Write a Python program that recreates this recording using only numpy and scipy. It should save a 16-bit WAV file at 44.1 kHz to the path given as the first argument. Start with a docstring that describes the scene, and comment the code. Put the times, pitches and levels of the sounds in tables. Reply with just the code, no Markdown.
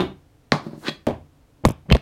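"""Knee hockey on a hardwood floor

Heard in a small room from a camera standing on the boards. A small stick clatters on a foam ball, slaps
the floor, nudges the ball and sweeps it away; the ball thuds on a wall, flies back into the camera, and the
camera topples onto the floor. Impacts are shaped clicks, noise bursts and decaying modes; friction is
coloured noise under level curves; diffuse echoes supply the room."""
import sys
import numpy as np
from scipy import signal
from scipy.fft import rfft, irfft
from scipy.io import wavfile

SR = 44100
rng = np.random.default_rng(int(sys.argv[2]) if len(sys.argv) > 2 else 0)


def file_out(sig):
    """Save sig as 16-bit WAV at sys.argv[1]."""
    # one column per channel
    cols = np.atleast_2d(sig).T
    # limit, then scale
    lim = np.clip(cols, -1, 1)
    pcm = np.round(lim * 32767).astype(np.int16)
    wavfile.write(sys.argv[1], SR, pcm)


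N = 88729
SIZE = 32768  # samples in a response
BLOW_S = .01  # reference duration for impact levels
AGE_S, TIME_S = np.arange(SIZE) / SR, np.arange(N) / SR
BIN_HZ = np.fft.rfftfreq(SIZE, 1 / SR)


def amp(db):
    """Decibels to gain."""
    return 10 ** (np.asarray(db) / 20)


def blow(x, db=0):
    """Scale a short sound so that its energy, spread over BLOW_S, has this level."""
    return x * amp(db) * np.sqrt(BLOW_S * SR / np.sum(x ** 2))


def steady(x, db=0):
    """Scale a lasting sound to an rms level."""
    return x * amp(db) / np.std(x)


def along(points, hz):
    """Interpolate (f/Hz, value) points on a log-frequency axis."""
    f, v = np.array(points).T
    return np.interp(np.log(np.maximum(hz, 1)), np.log(f), v)


def colour(points):
    """Minimum-phase click with the given (f/Hz, level/dB) spectrum, by folding the cepstrum."""
    cepstrum = irfft(np.log(amp(along(points, BIN_HZ))))
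    cepstrum[1:SIZE // 2] *= 2
    cepstrum[SIZE // 2 + 1:] = 0
    return irfft(np.exp(rfft(cepstrum)))


def through(x, response):
    """Convolve with a response scaled to unit energy."""
    return signal.fftconvolve(x, response / np.linalg.norm(response))[:len(x)]


def dull(x, hz):
    """Low-pass: a soft contact removes the treble."""
    return signal.sosfilt(signal.butter(2, min(hz, SR / 2 - 1), fs=SR, output="sos"), x)


def thin(x, hz, order=2):
    """High-pass: remove the bass."""
    return signal.sosfilt(signal.butter(order, hz, "high", fs=SR, output="sos"), x)


def fade(t60_s):
    """Exponential decay by 60 dB in t60_s."""
    return np.exp(-np.log(1000) * AGE_S / t60_s)


def ring(modes):
    """Sum of decaying sines from (f/Hz, level/dB, t60/s) modes."""
    return sum(amp(db) * fade(t60_s) * np.sin(2 * np.pi * hz * AGE_S) for hz, db, t60_s in modes)


def burst(t60_s):
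    """White noise dying away."""
    return rng.standard_normal(SIZE) * fade(t60_s)


def grit(spread_db):
    """Dense friction clicks of uneven size."""
    size = np.minimum(rng.exponential(size=N), 3)
    return rng.standard_normal(N) * amp(spread_db * size)


def gain(curve):
    """Gain along (t/s, level/dB) points; silent outside them."""
    s, db = np.array(curve).T
    return amp(np.interp(TIME_S, s, db)) * (TIME_S > s[0]) * (TIME_S < s[-1])


def add(out, s, x):
    """Mix a sound in at a time."""
    i = max(int(round(s * SR)), 0)
    out[i:i + len(x)] += x[:N - i]


def room(count=19):
    """Diffuse echoes from one place in the room: half-octave noise bands, the bass lasting longest."""
    # decay: f/Hz, t60/s
    room_t60 = [(60, .4), (200, 0.29), (560, 0.25), (1500, .27), (4000, .26), (12000, .23)]
    build_s = .0039
    noise = rfft(rng.standard_normal(SIZE))
    build = 1 - np.exp(-(AGE_S / build_s) ** 2)
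    out = 0
    for hz in SR / 2 / 2 ** (np.arange(count) / 2):
        octaves = np.log2(np.maximum(BIN_HZ, 1) / hz)
        band = np.cos(np.pi / 2 * np.clip(2 * octaves, -1, 1))
        decay = fade(along(room_t60, hz))
        out = out + np.sqrt(hz) * blow(irfft(noise * band) * decay * build)
    return out


def in_room(x, wet_db):
    """A sound with its reverberation."""
    return x + amp(wet_db) * through(x, room())


def slap():
    """The blade hits the boards: treble outruns bass and scatters at the joints; wood and room ring."""
    # crack, joint scatter, room wash: f/Hz, level/dB
    crack_colour = [(30, -43.5), (100, -11), (180, 5), (450, -3.5), (1100, -9), (2100, -7.5), (2700, -19),
                    (4200, -9.5), (5600, -23.5), (8000, -37.5), (15000, -52)]
    scatter_colour = [(100, -16.5), (400, 6.5), (1100, 7.5), (2100, 0.5), (2700, -10.5), (4200, 0),
                      (5600, -12), (8000, -28.5), (15000, -39.5)]
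    wash_colour = [(35, -34), (120, -2.5), (220, -1.5), (480, -6), (1100, -2), (1600, -15), (2100, -10.5),
                   (2700, -21.5), (4200, -17), (7500, -33), (15000, -52.5)]
    # boards and blade: f/Hz, level/dB, t60/s
    wood_modes = [(149, 8.5, .14), (229, -13.5, 0.21), (711, -15.5, .27), (986, -11, .22), (1128, -3, 0.16),
                  (1322, -21.5, 0.25), (2160, -24, .24), (3250, -26, 0.18), (3990, -15, .14),
                  (4350, -24, .18)]
    slap_s, crack_db, scatter_db, ring_db, wash_db = .5188, -11.5, -20.5, -13.5, -16.5
    bending_s_root_hz = .095  # a bending wave arrives this / sqrt(f/Hz) late
    settle_s, settle_fade_s, settle_hz = .048, .012, 300  # resting blade damps the modes below settle_hz
    out = np.zeros(N)
    dispersion = np.exp(-2j * np.pi * 2 * bending_s_root_hz * np.sqrt(BIN_HZ))
    crack = irfft(rfft(colour(crack_colour)) * dispersion)
    add(out, slap_s, blow(crack, crack_db))
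    scatter = through(burst(t60_s=.022), colour(scatter_colour))
    add(out, slap_s + .0018, blow(scatter, scatter_db))
    settling = np.exp(-np.maximum(AGE_S - settle_s, 0) / settle_fade_s)
    wood = sum(ring([mode]) * (settling if mode[0] < settle_hz else 1) for mode in wood_modes)
    wood = thin(wood, hz=105)  # the wood ring carries little deep bass
    wash = through(colour(wash_colour), room())
    add(out, slap_s + .0025, blow(wood, ring_db) + blow(wash, wash_db))
    return out


def camera():
    """Blows reach the microphone through the case: dull knocks, crunchy clicks, deep thumps and a rattle."""
    # blows: t/s, level/dB, low-pass/Hz, click level/dB
    knock_table = [(1.6515, -7.5, 2400, -20.5), (1.6548, -10.5, 585, -34), (1.659, -10.5, 162, -60),
                   (1.686, -20.5, 494, -41), (1.7013, -33, 1280, -43.5), (1.7042, -21.5, 294, -58),
                   (1.9023, -28, 584, -28.5), (1.9137, -13.5, 498, -29), (1.9238, -15, 560, -20.5),
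                   (1.9253, -19, 1170, -18), (1.95, -18.5, 490, -29.5), (1.9546, -16.5, 654, -34),
                   (1.9676, -36, 900, -34)]
    # case body, click: f/Hz, level/dB
    case_colour = [(25, -13.5), (70, -12.5), (140, 19), (230, -8), (370, -5.5), (520, 3), (720, 2.5),
                   (1020, 11), (1450, -1), (1900, -2.5), (2650, -6.5), (3500, -23.5), (15000, -29)]
    click_colour = [(200, -2.5), (1200, 16), (2200, 18.5), (3200, 13.5), (4800, 4), (7000, -5.5),
                    (11000, -13.5), (15000, -20)]
    # light plastic case: f/Hz, level/dB, t60/s
    case_modes = [(227.4, -3, 0.035), (312, 3, 0.023), (420, 2.5, 0.022), (516, 1.5, 0.018),
                  (632, 0.5, 0.035), (890, -4, .018), (1020, 2, 0.018), (1218, -7, 0.05),
                  (1760, -15, 0.017)]
    # weight rocking on the floor: t/s, level/dB, f/Hz, t60/s
    thump_table = [(1.6531, -12.5, 80, 0.098), (1.9176, -6.5, 140, 0.013), (1.9303, -5.5, 62, 0.072)]
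    # loose parts: t/s, level/dB
    rattle_table = [(1.6525, -31.5), (1.6554, -33.5), (1.664, -42), (1.674, -44), (1.6864, -46),
                    (1.6904, -39.5), (1.7079, -45.5), (1.718, -53), (1.9547, -51)]
    # loose parts: f/Hz, level/dB
    rattle_colour = [(1500, -14.5), (4500, -5), (7000, 1), (12000, -2.5), (16000, -15)]
    knocks, clicks, near = np.zeros((3, N))
    case = blow(colour(case_colour)) - blow(ring(case_modes), db=-1)
    click = colour(click_colour)
    for s, db, hz, click_db in knock_table:
        add(knocks, s, blow(dull(case, hz), db))
        crunch = blow(through(burst(t60_s=.0073), click), db=3)  # crushed grit
        add(clicks, s, blow(blow(click) + crunch, click_db))
    for s, db, hz, t60_s in thump_table:
        thump = dull(ring([(hz, 0, t60_s)]), hz=258)
        add(near, s, -blow(thump, db))
    tick = colour(rattle_colour)
    for s, db in rattle_table:
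        add(near, s, blow(through(burst(t60_s=.012), tick), db))
    return in_room(knocks, wet_db=-20) + in_room(clicks, wet_db=-16.5) + near


def skid():
    """The case scuffs as coloured grit, with a faint, narrow, unsteady 3.1 kHz tone swelling up to the click."""
    # scuffs: start/s, length/s, level/dB
    scuff_table = [(1.636, 0.018, -24), (1.855, 0.021, -45), (1.883, 0.064, -23), (1.943, .03, -21)]
    # scuff spectrum: f/Hz, level/dB
    scuff_colour = [(40, -36), (120, 11), (450, -1), (750, -8), (1300, -21.5), (3000, -30.5), (5000, -54),
                    (15000, -68)]
    tone_s, tone_length_s, tone_hz, tone_db = 1.904, .022, 3100, -26
    wobble = .022  # rms, fraction of tone_hz
    press = sum(amp(db) * np.sin(np.pi * np.clip((TIME_S - s) / length_s, 0, 1))
                for s, length_s, db in scuff_table)
    scuff = press * steady(through(grit(spread_db=1), colour(scuff_colour)))
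    progress = (TIME_S - tone_s) / tone_length_s
    unsteady_hz = tone_hz * (1 + wobble * steady(dull(rng.standard_normal(N), hz=403)))
    swell = np.sqrt(np.clip(progress, 0, 1)) * np.clip(10 * (1 - progress), 0, 1)
    tone = np.sqrt(2) * np.sin(2 * np.pi * np.cumsum(unsteady_hz) / SR)
    return scuff + amp(tone_db) * swell * tone


def sweep():
    """Juddering friction rings the blade, brighter as it grows louder, until it lifts; a fine hiss joins."""
    # rubbing effort: t/s, level/dB
    effort_curve = [(.79, -78), (.825, -44.5), (.85, -35.5), (.872, -26), (0.885, -24), (0.898, -24),
                    (.899, -52), (.91, -94)]
    # friction: f/Hz, level/dB
    rub_colour = [(100, -21.5), (300, 8.5), (550, -2), (1050, 4), (1600, 7), (2700, 3), (4000, 5.5),
                  (5500, -7), (8000, -17.5), (15000, -35)]
    # blade: f/Hz, level/dB, t60/s
    blade_modes = [(627, 0, 0.17), (1546, 6, .12), (1873, 2, 0.15), (1991, 0.5, 0.11), (3340, 4, 0.13),
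                   (4300, -5, 0.062)]
    ring_db, wet_db, judder_db, judder_hz = -8.5, -9.5, 2, 180
    dull_hz, full_bright_db = 1040, -21.5
    hiss_s, hiss_width_s, hiss_db = .85, .051, -55
    effort = gain(effort_curve)
    judder = amp(judder_db * steady(dull(rng.standard_normal(N), judder_hz)))
    grains = grit(spread_db=3) * judder
    rub = steady(through(grains, colour(rub_colour)))
    bright = np.minimum(effort / amp(full_bright_db), 1) ** .5
    scrape = effort * (bright * rub + (1 - bright) * steady(dull(rub, dull_hz)))
    blade = amp(ring_db) * through(effort * bright * steady(grains), ring(blade_modes))
    hiss_colour = colour([(1500, -5.5), (4000, 0.5), (9000, 0), (15000, -6)])
    hiss = steady(through(rng.standard_normal(N), hiss_colour), hiss_db)
    hiss_swell = np.exp(-((TIME_S - hiss_s) / hiss_width_s) ** 2 / 2)
    return in_room(scrape + blade + hiss * hiss_swell, wet_db)


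def taps():
    """The blade clatters on top of the ball: soft low-passed taps and one hard clack of noise."""
    # taps: t/s, level/dB, low-pass/Hz
    tap_table = [(.0005, -22, 1810), (.0055, -19.5, 1480), (0.0112, -22, 470), (.022, -23.5, 1400),
                 (0.0367, -26, 394)]
    # tap, clack: f/Hz, level/dB
    tap_colour = [(40, -17), (110, -6), (200, -1), (330, 3), (520, -10), (1100, -8.5), (1900, -21.5),
                  (3700, -13), (5200, -31), (15000, -23)]
    clack_colour = [(500, -28), (1500, -2.5), (2400, -4), (3900, 1), (4600, -11.5), (6000, -21),
                    (15000, -33.5)]
    clack_s, clack_db = .004, -28
    soft, hard = np.zeros((2, N))
    click = colour(tap_colour)
    for s, db, hz in tap_table:
        add(soft, s, blow(dull(click, hz), db))
    clack = through(burst(t60_s=.047), colour(clack_colour))
    add(hard, clack_s, blow(clack, clack_db))
    return in_room(soft, wet_db=-2) + in_room(hard, wet_db=-1.5)


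def wall():
    """The ball thuds on a far wall; its hollow panel rings, hard echoes and a wash follow."""
    # thud: f/Hz, level/dB
    thud_colour = [(40, -36), (85, 5), (150, 0), (260, 4), (420, 0), (630, 2), (1030, -7), (1300, -19),
                   (3000, -24), (5500, -37), (15000, -52.5)]
    # first echoes: t/s, level re thud_db/dB
    echo_table = [(1.0719, 2.5), (1.0755, -0.5), (1.0847, -2), (1.0881, -1.5), (1.0998, -8), (1.1091, -6.5)]
    # hollow wall: f/Hz, level/dB, t60/s
    panel_modes = [(232, -2, .2), (275, 0, .14), (366, -6, .17), (425, -8, .27), (517, -4, .2),
                   (598, -5, .2), (668, -2, .2), (786, -9, .14), (985, -12, .27), (1120, -17, .2)]
    wall_s, thud_db, wash_db, tick_db, ring_db = 1.0682, -22, -17, -35, -19.5
    out, thud = np.zeros(N), colour(thud_colour)
    tick = colour([(300, -2), (1800, 8.5), (5000, -4.5), (15000, -13)])
    add(out, wall_s, blow(tick, tick_db))
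    for s, db in echo_table:
        add(out, s, blow(thud, thud_db + db))
    add(out, wall_s, blow(through(thud, room()), wash_db))
    push = dull(burst(t60_s=.016), hz=1200)
    add(out, wall_s, blow(through(push, ring(panel_modes)), ring_db))
    return out


def bumps():
    """Soft nudges of the foam ball ring ball and blade, too light to make any bass."""
    # nudges: t/s, level/dB, low-pass/Hz
    bump_table = [(0.6652, -27.5, 640), (.683, -35.5, 495), (0.7321, -30.5, 563), (0.7773, -37, 446),
                  (0.8842, -24.5, 700)]
    # ball and blade together: f/Hz, level/dB, t60/s
    bump_modes = [(158.4, -10.5, 0.21), (226, 2, 0.04), (318, 3.5, 0.036), (572, -9, 0.058)]
    out, body = np.zeros(N), thin(ring(bump_modes), hz=140, order=3)
    for s, db, hz in bump_table:
        add(out, s, blow(dull(body, hz), db))
    return in_room(out, wet_db=-8.5)


def roll():
    """The ball rubs along between blade and boards: coloured grit under a level curve."""
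    # rubbing: t/s, level/dB
    roll_curve = [(.62, -46.5), (.667, -38.5), (.70, -45.5), (.745, -44), (.81, -58), (.86, -47)]
    # rubbing: f/Hz, level/dB
    roll_colour = [(60, -35), (120, -32), (160, 7), (320, 7.5), (450, -6), (900, -6), (1400, -12.5),
                   (3000, -25.5), (4400, -19), (6500, -32.5), (15000, -39.5)]
    return gain(roll_curve) * steady(through(grit(spread_db=5), colour(roll_colour)))


def boards():
    """The floor shudders on after thuds, in low decaying modes."""
    # shudders: t/s, level/dB
    shudder_table = [(0.021, -29), (1.097, -28), (1.665, -28)]
    # floor: f/Hz, level/dB, t60/s
    floor_modes = [(58, -8, 0.44), (83, -5.5, 0.67), (113, 1, 0.14), (144, -1.5, 0.52), (197, -12, 0.43)]
    out = np.zeros(N)
    for s, db in shudder_table:
        add(out, s, blow(ring(floor_modes), db))
    return out


def air():
    """Quiet room rumble and hiss: steady coloured noise."""
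    # room noise: f/Hz, level/dB
    air_colour = [(15, -32.5), (25, -1.5), (157, -4.5), (190, -19), (293, -6), (373, -19.5), (439, -15.5),
                  (1700, -29.5), (2280, -31), (16000, -43.5)]
    noise = through(rng.standard_normal(N + SIZE), colour(air_colour))
    return steady(noise[SIZE:], db=-55.5)  # filter onset dropped


def scene():
    """Everything at the one microphone."""
    stick_and_ball = slap() + sweep() + taps() + wall() + bumps() + roll()
    return (stick_and_ball + camera() + skid() + boards() + air())[None]


def record(dry):
    """The microphone loses the deepest bass; the recorder rounds off overloads and cuts the top."""
    limit, top_hz = .95, 16000
    heard = thin(dry, hz=32)
    held = heard / (1 + (heard / limit) ** 8) ** (1 / 8)
    return signal.sosfilt(signal.ellip(8, .2, 70, top_hz, fs=SR, output="sos"), held)


dry = scene()
out = record(dry)
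file_out(out)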